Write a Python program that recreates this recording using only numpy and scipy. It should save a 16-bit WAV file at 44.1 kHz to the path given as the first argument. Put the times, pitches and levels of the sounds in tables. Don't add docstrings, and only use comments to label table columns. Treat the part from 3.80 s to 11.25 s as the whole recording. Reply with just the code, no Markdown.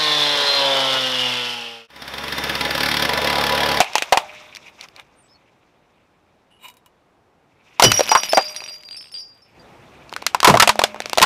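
import sys
import numpy as np
from scipy import signal
from scipy.fft import rfft, irfft
from scipy.io import wavfile
from scipy.ndimage import uniform_filter1d

SR = 44100
rng = np.random.default_rng(int(sys.argv[2]) if len(sys.argv) > 2 else 0)


def wav_record(signal):
    frames = np.transpose(np.atleast_2d(signal))
    bounded = np.clip(frames, -1, 1)
    quanta = np.round(bounded * 32767).astype(np.int16)
    wavfile.write(sys.argv[1], SR, quanta)


N = 328545

# time in seconds, level in dB.
SPRAY_LEVELS = [(4.0, -32), (4.3, -32.5), (4.702, -44), (5.0, -56), (5.8, -75)]


def undb(db):
    return 10 ** (np.asarray(db) / 20)


def fade(s, t60):
    return np.exp(-np.log(1000) * s / t60)


def band(x, hz, width):
    return signal.lfilter(*signal.iirpeak(hz, hz / width, fs=SR), x)


def width_for(t60):
    return np.log(1000) / np.pi / t60


def low_cut(x, hz, order):
    return signal.sosfilt(signal.butter(order, hz, "high", fs=SR, output="sos"), x)


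def unit(x):
    return x / np.sqrt(np.mean(x ** 2))


def noise(n):
    return rng.standard_normal(n)


def flutter(n, samples):
    return unit(uniform_filter1d(noise(n), size=samples))


def add(out, s, x):
    i = int(s * SR)
    out[i:i + len(x)] += x[:N - i]


def rings(s, hz, gain, t60):
    return np.sum(gain[:, None] * fade(s, t60[:, None]) * np.sin(2 * np.pi * hz[:, None] * s), axis=0)


def traffic(level_db=-61.5):
    # frequency in Hz, relative level in dB.
    spectrum = [(24, -18.5), (45, -9), (100, -6.5), (800, -9.5), (16000, -46.5)]
    # time in seconds, boost in dB.
    swell = [(0, 9), (1.851, 1.5), (5.702, 2), (5.8, 14)]
    hz, db = np.transpose(spectrum)
    freqs = np.maximum(np.fft.rfftfreq(N, 1 / SR), 1)
    shape = undb(np.interp(np.log(freqs), np.log(hz), db))
    hum = unit(irfft(rfft(noise(N)) * shape, N))
    return hum * undb(level_db + np.interp(np.arange(N) / SR, *np.transpose(swell)))


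def rustle(grain_db=3.5, patchy_db=3.5, scuff_s=0.029):
    # centre in Hz, width in Hz, relative level in dB.
    resonances = [(910, 1100, -4), (2390, 920, -1), (3580, 820, -9), (5500, 2400, -11), (9300, 17000, -19)]
    # time in seconds, level in dB.
    levels = [(0, -37.5), (0.421, -44), (0.578, -44), (0.719, -50.5), (1.3, -67), (3.6, -81.5),
              (3.979, -54), (4.099, -35.5), (4.6, -41), (5.249, -72.5), (5.802, -65), (6.75, -49),
              (7.45, -47)]
    # time of the peak in seconds, level in dB.
    scuff_peaks = [(.875, -50.5), (1.029, -44.5), (1.19, -49.5)]
    out, t = 0, np.arange(N) / SR
    for hz, width, share_db in resonances:
        grains = noise(N) * undb(grain_db * np.minimum(rng.exponential(size=N), 6))
        patches = undb(share_db + patchy_db * flutter(N, 1200))
        out = out + unit(band(band(grains, hz, width), hz, width)) * patches
    scuffs = sum(undb(db) * np.exp(-((t - at) / scuff_s) ** 2) for at, db in scuff_peaks)
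    return out * (undb(np.interp(t, *np.transpose(levels))) + scuffs)


def cracks(spread=.3, echo_db=-22, top_db=-15.5, boom_db=-8.5, base_t60=0.032, longer_per_db=0.0628):
    # start in seconds, snap level in dB, pitch of the hollow body in Hz, body level in dB.
    breaks = [(0.0034, -1, 732, 1.5), (0.0142, -13, 940, -10), (0.1545, -5.5, 872, -5),
              (0.182, -11, 680, -42), (0.2227, -10.5, 730, -18), (0.3239, -2.5, 750, 5.5),
              (0.3728, -6, 900, -3), (3.997, -1, 970, 0.5), (4.0228, 3.5, 710, -0.5),
              (4.0451, 2.5, 646, -7), (4.1175, 0, 1140, -44), (4.194, -14, 600, -6),
              (4.2071, -10, 590, -4.5), (4.2928, -14.5, 760, -31), (4.3163, -10, 872, 1.5),
              (4.351, -26, 1061, 6), (4.4342, -13, 910, -22), (4.5329, -11, 662, -3.5),
              (4.5725, -7, 776, 5.5), (4.8199, -35, 930, -25.5), (6.3267, -29, 1010, -21),
              (6.3639, -16.5, 1470, -16), (6.4244, -27.5, 1030, -20.5), (6.4653, -3.5, 920, -50),
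              (6.5469, -11, 1017, -4), (6.603, -9, 1210, -21), (6.63, -9, 1100, -4.5),
              (6.6455, 7, 989, 7.5), (6.6721, 2.5, 1046, 4.5), (6.6979, -4.5, 995, 3.5),
              (6.7409, -23, 680, 2.5), (6.7529, -13.5, 784, -18), (6.7596, -39, 750, -7),
              (6.7721, -7, 1100, -3.5), (6.7986, 6.5, 1326, 3.5), (6.8232, 5, 937, 2.5),
              (6.8746, 1, 704, -5.5), (6.8921, 2, 993, 1.5), (6.9564, -24, 784, -16),
              (6.992, -3.5, 750, -4.5), (7.017, -14, 1080, -10), (7.0379, 0, 693, -3),
              (7.145, -31, 810, -19.5), (7.161, -40, 1120, -21), (7.2036, -16.5, 744, -17.5),
              (7.2585, -16, 670, -25), (7.297, -17, 705, -25), (7.3322, -11, 1010, -16),
              (7.3746, -9.5, 840, -10), (7.3824, -1.5, 665, -3.5), (7.4169, -2.5, 915, -5),
              (7.4249, 8.5, 1039, 7.5)]
    out, s = np.zeros(N), np.arange(SR // 4) / SR
    n = N + len(s)
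    tear = unit(band(band(noise(n), 2400, 3500), 2400, 6100))
    treble = unit(low_cut(noise(n), 5500, order=2))
    hollow = unit(band(noise(n), 780, 120))
    panel = unit(band(noise(n), 2600, 500))
    for at, snap_db, hz, body_db in breaks:
        t60 = base_t60 * np.exp(longer_per_db * max(snap_db, body_db))
        span = slice(int(at * SR), int(at * SR) + len(s))
        first_toys = at < 1
        shift, wall_pitch, wall_gain = rng.random((3, 14))
        shell_hz = hz * (1 + spread * np.array([0, -.5 * shift[0], shift[1]]))
        shell = rings(s, shell_hz, np.array([1, .4, .4]), np.full(3, t60))
        walls = rings(s, 1300 * 4.9 ** wall_pitch, .3 * wall_gain, np.full(14, t60 * 0.73))
        boom = unit(band(band(noise(len(s)), hz, 1200), hz, 260 if first_toys else 600))
        if first_toys:
            shell += 0.04 * fade(s, 0.3) * hollow[span]
            walls += 0.31 * fade(s, 0.074) * panel[span]
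        echo = undb(echo_db) * fade(s, 0.12) * (1 - fade(s, 0.042))
        body = shell + (undb(boom_db) * fade(s, t60 * 1.3) + echo) * boom
        snap = walls + (fade(s, t60 * 0.55) + echo) * tear[span]
        snap += undb(top_db) * (fade(s, t60 * 0.32) + 0.05 * fade(s, t60 * .7)) * treble[span]
        add(out, at, undb(body_db) * body + undb(snap_db) * snap)
    return low_cut(out, 330, order=3)


def wheel(blows, crunch_db=10.0, lead_s=0.021, sag=.45):
    # start in seconds, level in dB, starting pitch in Hz.
    drops = [(4.057, -13, 166), (6.698, -9.5, 205), (7.427, -30, 320)]
    # pitch in Hz, gain in dB, ring time in seconds.
    tones = [(213, 1, 1.5), (608, -3, 1.1)]
    out, s = np.zeros(N), np.arange(SR // 2) / SR
    for at, db, hz in drops:
        crunch = fade(s, 0.11) * unit(band(noise(len(s)), 360, 320))
        sinking = 1 - sag * (1 - fade(s, 0.18))
        thud = np.sin(2 * np.pi * hz * np.cumsum(sinking) / SR)
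        thud += .6 * unit(band(noise(len(s)), hz * 0.7, hz))
        add(out, at - lead_s, undb(db + crunch_db) * crunch)
        add(out, at, undb(db) * fade(s, 0.26) * (1 - fade(s, 0.023)) * thud)
    shaking = 2 * out + .5 * blows
    return out + sum(undb(db) * band(shaking, hz, width_for(t60)) for hz, db, t60 in tones)


def ticks(spit_db=-12.5, t60=.012):
    # start in seconds, level in dB.
    hits = [(0.0444, -18), (.0787, -37), (0.1342, -21), (0.75, -25.5), (0.7606, -25), (0.7693, -23),
            (1.011, -23), (1.0865, -33), (1.1633, -31.5), (1.1976, -27.5), (4.525, -11.5), (4.612, -20),
            (4.763, -18.5), (4.942, -30.5), (5.035, -31.5), (5.317, -37), (6.2946, -33), (6.321, -36),
            (6.338, -19.5), (6.421, -26.5), (7.2204, -21.5), (7.329, -32), (7.354, -25), (7.4, -7)]
    clicks, spit, s = np.zeros(N), np.zeros(N), np.arange(SR // 20) / SR
    for at, db in hits:
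        hz = 1900 * 3.0 ** rng.random(7)
        add(clicks, at, undb(db) * rings(s, hz, np.full(7, .4), np.full(7, t60)))
        add(spit, at, undb(db + spit_db) * fade(s, t60) * noise(len(s)))
    return band(clicks, 5000, 6300) + band(spit, 7300, 9000)


def bird():
    # start in seconds, length in seconds, first and last pitch in Hz, level in dB.
    notes = [(1.35, .1, 8700, 9100, -56), (1.42, .07, 7600, 8200, -58), (1.47, .1, 5050, 5350, -54),
             (1.53, .05, 4400, 4350, -55)]
    out = np.zeros(N)
    for at, length, from_hz, to_hz, db in notes:
        n = int(length * SR)
        rasp = 1 + .5 * flutter(n, 100)
        whistle = np.sin(2 * np.pi * np.cumsum(np.linspace(from_hz, to_hz, n)) / SR)
        add(out, at, undb(db) * np.hanning(n) * rasp * whistle)
    return out


def mug(grit_db=5.5, drag_t60=0.069):
    # pitch in Hz, gain in dB, ring time in seconds.
    tones = [(984, 0, .05), (2350, -6, .015), (2900, 2, .07), (3801, -2, .06), (7300, -16, .03),
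             (8204, -14, .04), (10660, -13, .08), (13940, -12, .04)]
    rim_tap = 2.707, -53, (2, 5, 6), 5.
    # time in seconds, relative level in dB.
    slide = [(2.79, -75.5), (2.851, -49), (2.948, -87)]
    # start in seconds, strength in dB.
    knocks = [(2.845, -39.5), (2.855, -38), (2.884, -17), (2.9, -24), (2.94, -32), (2.969, -26),
              (3.061, -24.5)]
    push, s = np.zeros(N), np.arange(SR // 4) / SR
    rub = undb(np.interp(np.arange(N) / SR, *np.transpose(slide), -np.inf, -np.inf))
    for at, db in knocks:
        add(push, at, undb(db) * (fade(s, 0.0077) + 0.27 * fade(s, drag_t60)))
    out = 0.11 * push * noise(N)
    for hz, db, t60 in tones:
        grit = unit(noise(N) * undb(grit_db * np.minimum(rng.exponential(size=N), 5)))
        out += undb(db) * band((0.99 * push + 40 * rub) * grit, hz, width_for(t60))
    rasp = 1 + .7 * flutter(len(s), 150)
    at, tap_db, ringing, longer = rim_tap
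    hz, db, t60 = np.array(tones)[list(ringing)].T
    add(out, at, undb(tap_db) * rasp * rings(s, hz, undb(db), t60 * longer))
    return out


def splinters(per_second=140., boost_db=15.0, size_db=5., click_db=-11.):
    out, s = np.zeros(N), np.arange(SR // 16) / SR
    times, levels = np.transpose(SPRAY_LEVELS)
    length = times[-1] - times[0]
    for when, pitch_a, pitch_b, sustain, size, high_pitch in rng.random((int(per_second * length), 6)):
        at = times[0] + when * length
        hz = np.array([2200 * 3.2 ** pitch_a, 2200 * 1.6 ** pitch_b, 5000 * 5.2 ** high_pitch])
        t60 = np.array([.005, .005, 0.0056 + 0.034 * sustain ** 2])
        ring = rings(s, hz, np.array([1, 1, .15]), t60)
        click = undb(click_db) * fade(s, .003) * noise(len(s))
        db = np.interp(at, times, levels) + boost_db + size_db * np.log(.05 + size)
        add(out, at, undb(db) * (ring + click))
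    return out


def shards(scatter_db=4., chatter_db=12.5, chatters_per_s=55., wobble_db=2.4, detune=.002, still_s=5.82):
    # start in seconds, level in dB.
    shard_bounces = [
        [(4.0342, -20), (4.3136, -20.5), (4.3755, -27), (4.4932, -41), (4.5461, -17), (4.5994, -22),
         (4.7626, -28.5), (4.8823, -29), (5.0509, -39), (5.1098, -30.5), (5.3418, -26), (5.795, -50.5)],
        [(4.0367, -4), (4.1405, -11), (4.1744, -8.5), (4.3101, -9), (4.3755, -16.5), (4.4333, -24),
         (4.5476, -19.5), (4.6833, -31), (4.7631, -26), (4.8394, -29.5), (4.9217, -37), (5.3844, -36.5)],
        [(4.4927, -19.5), (4.6528, -33), (5.1672, -29.5), (5.2144, -38), (5.3208, -38.5), (5.4026, -36),
         (5.6206, -49)],
        [(4.0362, -8), (4.1294, -25.5), (4.2924, -22.5), (4.4323, -31)],
    ]
    # pitch in Hz, gain in dB, ring time in seconds.
    shard_tones = [
        [(4775, 0, .48), (4683, -17, .4), (8445, -22, .12), (12850, -32, .12)],
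        [(5690, 0, .14), (10450, -16, .1), (13930, -28, .1)],
        [(5276, 0, .25), (9921, -11, .1), (11060, -18, .1), (13070, -22, .1)],
        [(2972, 0, .3), (4990, 4, .1), (5862, 5, .08), (14250, -12, .08)],
    ]
    t, out = np.arange(N) / SR, np.zeros(N)
    times, levels = np.transpose(SPRAY_LEVELS)
    busy = undb(np.interp(t, times, levels)) * (t > times[0]) * (t < times[-1])
    for bounces, tones in zip(shard_bounces, shard_tones):
        at, ring_db = np.transpose(bounces)
        latest = np.searchsorted(at, t) - 1
        ringing = (latest >= 0) & (t < still_s)
        since = (t - at[latest]) * ringing
        rocking = busy * (t < at[-1] + .1) * (rng.random(N) < chatters_per_s / SR)
        bend = 1 + detune * noise(len(at))
        for j, (hz, db, t60) in enumerate(tones):
            share_db = (j > 0) * scatter_db * noise(len(at))
            loudness = undb((ring_db + db + share_db)[latest]) * fade(since, t60) * ringing
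            wobble = undb(wobble_db * flutter(N, 700))
            tone = np.sin(2 * np.pi * hz * np.cumsum(bend[latest]) / SR)
            out += uniform_filter1d(loudness, size=20) * wobble * tone
            width = width_for(.5 * t60)
            out += undb(chatter_db) * SR / width / 60 * band(rocking * noise(N), hz, width)
    return out


def hopping_chips(landings=7, loss_db=2, click_hz=3350, click_t60=0.015):
    # first landing in seconds, first flight in seconds, flight time kept per hop, level in dB.
    chips = [(4.7465, 0.011, 0.77, -30.5), (4.805, 0.034, 0.68, -24), (5.088, 0.022, 0.87, -29.5),
             (5.21, 0.017, .93, -35), (5.341, 0.011, 1, -33.5)]
    # pitch in Hz, greatest gain in dB, ring time in seconds.
    tones = [(8400, -10, 0.084), (10100, -21, 0.052)]
    out, s = np.zeros(N), np.arange(SR // 10) / SR
    hz, ring_db, t60 = np.transpose(tones)
    for at, flight, shrink, db in chips:
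        for hop, chance in enumerate(rng.random((landings, 7))):
            click = rings(s, click_hz * 1.9 ** (chance[:5] - .5), np.full(5, .5), np.full(5, click_t60))
            ring = rings(s, hz, undb(ring_db) * chance[5:], t60)
            lands_at = at + flight * np.sum(shrink ** np.arange(hop))
            add(out, lands_at, undb(db - hop * loss_db) * (click + ring))
    return out


def scene():
    blows = cracks()
    debris = shards() + splinters() + ticks() + hopping_chips()
    return (blows + wheel(blows) + mug() + debris + bird() + rustle() + traffic())[None]


def record(dry, ceiling=.64, top_hz=16800):
    clipped = np.clip(low_cut(dry, 35, order=1), -ceiling, ceiling)
    softened = signal.sosfilt(signal.butter(1, 17500, fs=SR, output="sos"), clipped)
    return signal.sosfilt(signal.cheby2(14, 90, top_hz, fs=SR, output="sos"), softened)


dry = scene()
out = record(dry)
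wav_record(out)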